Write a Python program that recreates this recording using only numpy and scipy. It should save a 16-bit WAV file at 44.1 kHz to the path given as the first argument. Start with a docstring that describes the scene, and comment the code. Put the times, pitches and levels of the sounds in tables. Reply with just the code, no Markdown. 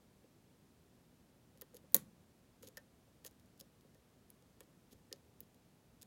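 """A pin tumbler lock, held in a vise, is picked close to the microphone in a quiet room.
First, fingers bump the lock and the pick leans on pins that stick. Then pins tick as they break free
and again as they land; the harder tick knocks the lock body and rings the tension wrench.
Near two seconds the plug (the part that turns) gives way with a loud snap that bounces, rings the
lock's shell and shakes the vise. After that the pick goes on scraping, tapping and freeing pins."""
import sys
import numpy as np
from scipy import signal
from scipy.fft import rfft, irfft, next_fast_len
from scipy.io import wavfile
from scipy.ndimage import uniform_filter1d, map_coordinates

SR = 44100
rng = np.random.default_rng(int(sys.argv[2]) if len(sys.argv) > 2 else 0)


def digitize_waveform(pressure):
    """Quantize a signal to 16-bit integers and store it at the path in sys.argv[1].

    Rows of a 2-D input are taken as channels; values are limited to [-1, 1].
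    """
    field = np.atleast_2d(pressure).T
    bounded = np.clip(field, -1, 1)
    quanta = np.round(bounded * 32767).astype(np.int16)
    wavfile.write(sys.argv[1], SR, quanta)


N = 267422
LEAD_IN = .002  # seconds of quiet at the front of each short sound
TIP_HZ = 6650  # the pick's tip always rings at this pitch

# The tone colour of the pick on a pin. Each row: frequency in Hz, relative level in dB.
PICK_COLOUR = [(100, -39.5), (900, -21.5), (2200, -12), (3000, -2.5), (4200, -1), (5200, -0.5),
               (6100, -3.5), (7800, -4), (9200, -3), (11300, 2), (15500, -3.5)]
# Pins that break free and land. A fade time (t60) is how long a sound takes to drop by 60 dB.
# Each row: start in seconds, travel time in seconds, release level, landing level, brightness,
# tick fade time in seconds, blade pitch in Hz, blade boost, body level, body pitch ratio,
# wrench clack level, wrench ring level. 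Levels, brightness and boost are in relative dB.
PINS = [(1.5747, 0.0082, -66.5, -73, -6, .0045, 11460, 3, -69, 0.86, -82, -91),
        (1.6125, 0.0065, -51, -49.5, 3.5, 0.007, 15200, 6.5, -52, 0.95, -53, -68),
        (1.745, .0077, -57.5, -61, 8, .006, 6600, 5, -50.5, 0.95, -71, -80),
        (1.7607, .007, -70, -55.5, -4, 0.0084, 11300, 4, -61, 0.81, -74, -76),
        (1.922, .012, -63.5, -68, 10.5, .0045, 13800, 4, -73.5, 1.1, -83, -85),
        (2.626, 0.0045, -60, -55, 0.5, 0.0044, 6706, -1, -51.5, 0.98, -57, -79),
        (2.676, 0.01, -54, -57.5, 2, .005, 6670, 1, -55.5, 0.975, -65, -83.5),
        (2.771, 0.0077, -47.5, -54.5, 2.5, 0.0085, 5400, 6, -52, 1.1, -50, -46),
        (3.2482, 0.011, -49.5, -57, -3, 0.0089, 13500, 2, -53, 0.94, -57, -61),
        (3.2639, 0.008, -47, -53, 4, .007, 6600, 3, -60, 1.18, -60.5, -65),
        (3.6014, .0083, -55.5, -51.5, -1, 0.0053, 5180, 6, -55, 1.04, -69, -84),
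        (4.3028, .007, -59, -80, 6, 0.0044, 10900, 8, -78, 1, -80, -89.5),
        (4.606, .0045, -54.5, -68, 4, 0.0041, 8103, 6, -52.5, 0.98, -54, -74),
        (5.1271, 0.0067, -42.5, -67, -10.5, .002, 5000, 3.5, -48, 1.05, -65, -63),
        (5.4053, .0066, -51.5, -70, 7, 0.0031, 15430, 12.5, -62, 0.97, -66, -75.5),
        (6.0207, 0.008, -54.5, -53.5, .5, .0045, 7870, 5, -63.5, 0.97, -68, -74)]
# The plug turns, strikes the pins and bounces.
# Each row: start in seconds, level in dB, rise time in seconds, fade time in seconds.
PLUG_STRIKES = [(1.9448, -11, .0007, 0.0043), (1.9522, -25.5, .0003, .0022), (1.9653, -26.5, .0002, .0028),
                (1.9782, -50, .0003, .004)]


def amp(db):
    """Turn decibels into a number to multiply by."""
    return 10 ** (np.asarray(db) / 20)


def unit(x):
    """Scale a sound so that its average strength (rms) is 1."""
    return x / np.sqrt(np.mean(x ** 2) + 1e-20)


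def along(points, hz):
    """Read between (frequency, value) points, with frequency on a log scale."""
    frequencies, values = np.transpose(points)
    return np.interp(np.log(hz + 1), np.log(frequencies + 1), values)


def filtered(x, response):
    """Turn each frequency of a sound up or down by response(hz)."""
    size = next_fast_len(len(x) + 2 ** 12)
    return irfft(rfft(x, size) * response(np.fft.rfftfreq(size, 1 / SR)), size)[:len(x)]


def band_limit(hz, top_hz=16250):
    """Gains that cut off the very highest treble steeply."""
    return 1 / np.sqrt(1 + (hz / top_hz) ** 140)


def causal(gain):
    """Make a filter with these gains that rings only after it is struck, never before."""
    cepstrum = irfft(np.log(np.maximum(gain, 1e-6)))
    half = len(cepstrum) // 2
    return np.exp(rfft(np.concatenate([cepstrum[:1], 2 * cepstrum[1:half], np.zeros(half)])))


def add(track, s, sound):
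    """Mix a sound into the track so that it strikes at s seconds."""
    start = max(round((s - LEAD_IN) * SR), 0)
    part = track[start:start + len(sound)]
    part += sound[:len(part)]


def ring(modes, attack, scatter_db, detune):
    """A struck part rings with fading tones; grip and point of contact change them a little each time."""
    t = np.maximum(np.arange(SR // 4) / SR - LEAD_IN, 0)
    hz, db, t60 = np.transpose(modes)[:, :, None]
    hz = hz * (1 + detune * rng.standard_normal(hz.shape))
    level = db + scatter_db * rng.standard_normal(hz.shape) - 60 * t / t60
    tones = amp(level) * np.cos(2 * np.pi * hz * (t - attack))
    sound = tones.sum(0) * (1 - np.exp(-(t / attack) ** 2))
    return sound / np.abs(sound).max()


def contact(colour, t60, after_db, after_t60, bright_db, rise=.0001, smooth_bins=130):
    """Two things hit: a burst of noise made of a main part and a quieter one, each with its own fade."""
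    t = np.maximum(np.arange(SR // 6) / SR - LEAD_IN, 0)
    onset = 1 - np.exp(-(t / rise) ** 2)
    fade = amp(-60 * t / t60) + amp(after_db - 60 * t / after_t60)
    burst = onset * rng.standard_normal(len(t)) * fade
    size = 2 ** 13
    spectrum, hz = rfft(burst, size), np.fft.rfftfreq(size, 1 / SR)
    # the fine detail is chance, but the broad colour belongs to the material
    flatten = 1 / np.sqrt(np.abs(uniform_filter1d(np.abs(spectrum) ** 2, size=smooth_bins)) + 1e-12)
    # the brightness setting turns the high treble up or down
    tilt = [(6300, 0.00042), (8500, 0.49 * bright_db), (15000, bright_db)]
    gain = flatten * amp(along(colour, hz) + along(tilt, hz))
    click = irfft(spectrum * causal(gain) * band_limit(hz), size)[:len(t)]
    return click / np.linalg.norm(click) * np.sqrt(SR / 1000)  # the energy of one millisecond at rms 1


def air(level_db=-68, rumble_hz=350, swing_db=.8, swells_per_s=14):
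    """The room rumbles a little unevenly under the steady hiss of the microphone."""
    # The colour of rumble and hiss. Each row: frequency in Hz, relative level in dB.
    air_colour = [(15, -58), (25, -27), (40, -10.5), (56, -6), (114, -2.8), (153, -3.5), (185, -3),
                  (212, -5.5), (242, -2.5), (270, -7.5), (463, -12), (1130, -22), (2160, -26),
                  (10100, -31.5), (16000, -34)]
    noise = unit(filtered(rng.standard_normal(N), lambda hz: amp(along(air_colour, hz))))
    rumble = filtered(noise, lambda hz: 1 / (1 + (hz / rumble_hz) ** 4))
    swell = map_coordinates(rng.standard_normal(2 ** 8), [np.arange(N) / SR * swells_per_s], mode="wrap")
    return amp(level_db) * (noise + rumble * (amp(swing_db * swell) - 1))


def room(x, build_up_s):
    """The bench and walls throw the sound back; the bass hangs on longest."""
    # How long the echo lasts. Each row: frequency in Hz, fade time in seconds.
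    fade_times = [(160, 0.94), (260, .4), (500, 0.39), (2000, 0.2), (6000, .15), (14000, 0.14)]
    # How strong the echo is. Each row: frequency in Hz, gain in dB.
    echo_gains = [(160, -8.5), (300, -11.5), (500, -18), (1000, -18.5), (2000, -19), (4500, -23),
                  (7000, -23), (10700, -23), (14000, -29)]
    hz, t, spectra = signal.stft(rng.standard_normal(SR), SR, nperseg=512)
    t60 = along(fade_times, hz)[:, None]
    tail = signal.istft(spectra * amp(-60 * t / t60) / np.sqrt(t60), SR, nperseg=512)[1]
    tail *= 1 - np.exp(-np.arange(len(tail)) / SR / build_up_s)
    echo = signal.fftconvolve(x, tail / np.linalg.norm(tail))[:N]
    return filtered(echo, lambda hz: amp(along(echo_gains, hz)))


def bumps():
    """Fingers shift their grip and bump softly against the lock."""
    # The finger bumps. Each row: start in seconds, level in dB.
    touches = [(.36, -57), (.725, -62), (2.612, -53), (2.64, -52), (2.66, -51), (3.53, -56), (4.77, -55),
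               (4.925, -53), (4.945, -50.5), (5.409, -56.5), (5.423, -52.5)]
    # The colour of a soft finger. Each row: frequency in Hz, relative level in dB.
    finger_colour = [(30, -16), (80, 1.5), (200, -1), (400, -8), (800, -27), (3000, -55)]
    out = np.zeros(N)
    for s, db in touches:
        bump = contact(finger_colour, t60=.032, after_db=-13, after_t60=.073, bright_db=0, rise=.0038)
        add(out, s, amp(db) * bump)
    return out


def blade(x, ring_hz, width_hz, boost_db):
    """The thin steel blade of the pick rings with whatever it touches."""
    def response(hz):
        damping = 1j * hz * width_hz
        return 1 + amp(boost_db) * damping / (ring_hz ** 2 - hz ** 2 + damping)
    return filtered(x, response)


def friction(length, slips_per_s=3000, spread_db=4):
    """Sliding steel catches and slips in many tiny steps, over a light hiss."""
    n = max(int(length * SR), 2)
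    slipping = rng.random(n) < slips_per_s / SR
    slips = slipping * rng.choice([-1, 1], n) * amp(spread_db * rng.standard_normal(n))
    return unit(unit(slips) + 0.55 * rng.standard_normal(n))


def scrapes():
    """The pick drags over the pins and its tip rings; each drag has its own brightness."""
    # The drags. Each row: start in seconds, length in seconds, relative level in dB, brightness in dB.
    drags = [(1.758, 0.019, -63, -1), (2.625, 0.039, -65, 0), (2.641, .008, -63, 0),
             (2.663, .024, -61.5, -6), (3.25, .028, -60, 1), (3.595, 0.0092, -59, 6), (3.609, .005, -57, 0),
             (4.909, .03, -64, -3), (5.427, .012, -70, -2), (6.013, 0.024, -64, -3)]
    out = np.zeros(N)
    for s, length, db, bright_db in drags:
        drag = friction(length)
        swell = np.hanning(len(drag)) ** 0.19
        drag = np.pad(amp(db) * drag * swell, round(LEAD_IN * SR))
        tilt = [(2200, 2), (3200, 3.5), (6000, -1), (9000, -2), (14000, bright_db)]
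        add(out, s, filtered(drag, lambda hz: amp(along(PICK_COLOUR, hz) + along(tilt, hz))))
    return blade(out, TIP_HZ, width_hz=620, boost_db=-5)


def taps():
    """Feeling for the next pin, the pick ticks lightly on pins that stay put."""
    # The taps. Each row: start in seconds, level in dB, brightness in dB.
    touches = [(2.672, -54, -14), (2.775, -53.5, -2), (3.244, -62, -6), (3.2665, -49.5, -2),
               (3.2777, -54.5, -7), (3.311, -64.5, 4), (3.397, -64.5, -4.5), (3.46, -69, -1),
               (3.577, -68, 0), (3.601, -59, 16), (3.81, -66, -6), (3.947, -66.5, -2.5), (4.424, -67.5, -6),
               (4.631, -69, -1.5), (4.635, -69, -9), (4.929, -60, -2.5), (5.16, -66, -8), (5.545, -65, 2),
               (6.015, -58, -4), (6.027, -60, -1)]
    out = np.zeros(N)
    for s, db, bright_db in touches:
        tap = contact(PICK_COLOUR, t60=.0038, after_db=-12, after_t60=.016, bright_db=bright_db)
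        add(out, s, amp(db) * tap)
    return out


def jolt(body_db, pitch, clack_db, wrench_db):
    """The lock body rocks and rubs in the hand; the wrench clacks in the keyhole and rings."""
    # The tones of body and wrench. Each row: frequency in Hz, relative level in dB, fade time in seconds.
    body_tones = [(331.5, -13, 0.07), (436.36, -6.5, .046), (485, -1.5, .045), (534, -1.5, 0.069)]
    wrench_tones = [(1584, -8, .06), (1700, -12, .025), (1809, 2, 0.066), (1862, -7.5, .03),
                    (2010, -9.5, .025), (2392, -19.5, .05)]
    # The colours of the clack and the rub. Each row: frequency in Hz, relative level in dB.
    clack_colour = [(100, -45.5), (600, -13.5), (900, 1.5), (1200, 1), (1900, -1.5), (2600, -3.5),
                    (3200, -3), (4500, -13), (12000, -30.5)]
    rub_colour = [(100, -18), (330, -5), (520, 2.5), (630, -12), (1300, -25), (5000, -50)]
    gripped_tones = [(hz * pitch, db, t60) for hz, db, t60 in body_tones]  # the grip sets the pitch
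    body = ring(gripped_tones, attack=.00585, scatter_db=1, detune=.015)
    wrench = ring(wrench_tones, attack=.003, scatter_db=0, detune=.003)
    clack = contact(clack_colour, t60=.0055, after_db=-9.5, after_t60=.067, bright_db=-.5)
    rub = contact(rub_colour, t60=.028, after_db=-10, after_t60=.08, bright_db=-2.5, rise=.003)
    rings = amp(body_db - 1) * body + amp(wrench_db) * wrench
    noises = amp(clack_db) * clack + amp(body_db - 3) * rub
    return rings + np.pad(noises, (0, len(rings) - len(noises)))


def knocks():
    """The lock is jolted by each pin's harder tick, and when the pick leans on a pin that sticks."""
    # Dull knocks on stuck pins. Each row: start in seconds, body and wrench ring levels in relative dB.
    nudges = [(0.24, -54.5, -85), (1.55, -62, -90), (1.735, -53, -80), (1.837, -59.5, -94),
              (2.647, -55.5, -82), (3.075, -60, -88), (3.845, -58.5, -88), (3.949, -60.5, -72),
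              (4.423, -60.5, -88.5), (4.925, -63, -72), (5.1135, -49.5, -60.5)]
    out = np.zeros(N)
    for s, travel, release_db, landing_db, *_, body_db, pitch, clack_db, wrench_db in PINS:
        harder_tick_s = s + travel if landing_db > release_db else s
        add(out, harder_tick_s, jolt(body_db, pitch, clack_db, wrench_db))
    for s, body_db, wrench_db in nudges:
        add(out, s, jolt(body_db, pitch=.99, clack_db=body_db - 16.5, wrench_db=wrench_db))
    return out


def pin_ticks(blade_q=7.4):
    """A pin ticks on the pick as it breaks free, then lands in its chamber; a gritty pin ticks longer."""
    out = np.zeros(N)
    for s, travel, release_db, landing_db, bright_db, t60, ring_hz, ring_db, *_ in PINS:
        for at, db in (s, release_db), (s + travel, landing_db):
            tick = contact(PICK_COLOUR, t60=t60, after_db=-15.5, after_t60=.012, bright_db=bright_db)
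            add(out, at, amp(db + 2) * blade(tick, ring_hz, ring_hz / blade_q, ring_db))
    return out


def vise_thud(vise_db=-36.5, bench_db=-52.5, bench_t60=.45):
    """The snap slowly sets the heavy vise swinging, and the bench rumbles on under it."""
    # The tones of the vise. Each row: frequency in Hz, relative level in dB, fade time in seconds.
    vise_tones = [(128, -14, 0.0901), (170, -7, 0.12), (210, 0, .125), (262, -14.5, .1), (330, -13, .08)]
    # The colour of the bench. Each row: frequency in Hz, relative level in dB.
    bench_colour = [(40, -26.5), (110, -7.5), (180, 0), (230, -8), (330, -12), (450, -28), (700, -45)]
    out, t = np.zeros(N), np.arange(SR) / SR
    snap_s = PLUG_STRIKES[0][0]
    rumble = unit(filtered(rng.standard_normal(SR), lambda hz: amp(along(bench_colour, hz))))
    onset = 1 - np.exp(-t / .012)
    add(out, snap_s, rumble * onset * amp(bench_db - 60 * t / bench_t60))
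    add(out, snap_s + .0039, amp(vise_db) * ring(vise_tones, attack=.016, scatter_db=1, detune=.003))
    return out


def plug_snap(rattle_db=-35, spring_db=-41.5, shell_db=-41.5):
    """The plug cracks at each strike; the first jolts the lock and shakes pins, springs and shell."""
    # The colours of the crack, the rattling pins and the shivering springs.
    # Each row: frequency in Hz, relative level in dB.
    crack_colour = [(100, -51.5), (620, -35), (850, -16.5), (1120, -15), (1330, -30), (1520, -20),
                    (1680, -30), (1950, -19), (2350, -22.5), (2750, -33), (3500, -15), (4500, -13),
                    (5000, -27.5), (5400, -29), (5800, -11), (6200, -14), (6700, -6), (7900, -13),
                    (8550, -20), (9150, -8.5), (9500, -12), (10400, -5), (11900, 0.5), (12950, -7),
                    (13450, 0), (14050, 2), (14600, -11), (15600, -3), (16200, -8)]
    rattle_colour = [(60, -34.5), (400, -1.5), (1100, 0), (2000, 2.5), (2700, -2.5), (3900, -0.5),
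                     (5200, -5), (6700, -0.5), (10500, -2), (15000, -6.5)]
    spring_colour = [(100, -60), (8500, -30), (10000, -6.5), (10630, -0.5), (11300, -8), (12500, -16),
                     (13500, -9), (16000, -18)]
    # The tones of the shell. Each row: frequency in Hz, relative level in dB, fade time in seconds.
    shell_tones = [(888, -7.5, 0.098), (1126, -2, 0.19), (1940, 2, 0.0849), (2015, -1.5, 0.069),
                   (2250, -8.5, .07), (2390, -2.5, .09), (2430, -6, .1), (3130, -5, .1), (3580, -9.5, .1),
                   (3890, -7, 0.089), (4770, -12, .12), (4900, -10.5, 0.11)]
    out, snap_s = np.zeros(N), PLUG_STRIKES[0][0]
    for s, db, rise, t60 in PLUG_STRIKES:
        crack = contact(crack_colour, t60, after_db=-29, after_t60=.018, bright_db=0,
                        rise=rise, smooth_bins=90)
        add(out, s, amp(db) * crack)
    rattle = contact(rattle_colour, t60=.19, after_db=-2.5, after_t60=.03, bright_db=-2)
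    springs = contact(spring_colour, t60=.2, after_db=-10, after_t60=.05, bright_db=.5)
    shell = ring(shell_tones, attack=.00089, scatter_db=3, detune=.002)
    add(out, snap_s, amp(rattle_db) * rattle)
    add(out, snap_s, amp(spring_db) * springs)
    add(out, snap_s, amp(shell_db) * shell)
    add(out, snap_s + .00099, jolt(body_db=-30.5, pitch=.98, clack_db=-57, wrench_db=-50))
    return out


def scene():
    """The lock and its tools, their echo and the quiet room, in one channel."""
    pick = blade(pin_ticks() + taps() + scrapes(), TIP_HZ, width_hz=260, boost_db=3)
    lock = pick + knocks() + bumps() + plug_snap() + vise_thud()
    return (lock + room(lock, build_up_s=.0026) + air())[None]


def record(dry):
    """Cut off the very highest treble."""
    return np.array([filtered(x, band_limit) for x in dry])


dry = scene()
out = record(dry)
digitize_waveform(out)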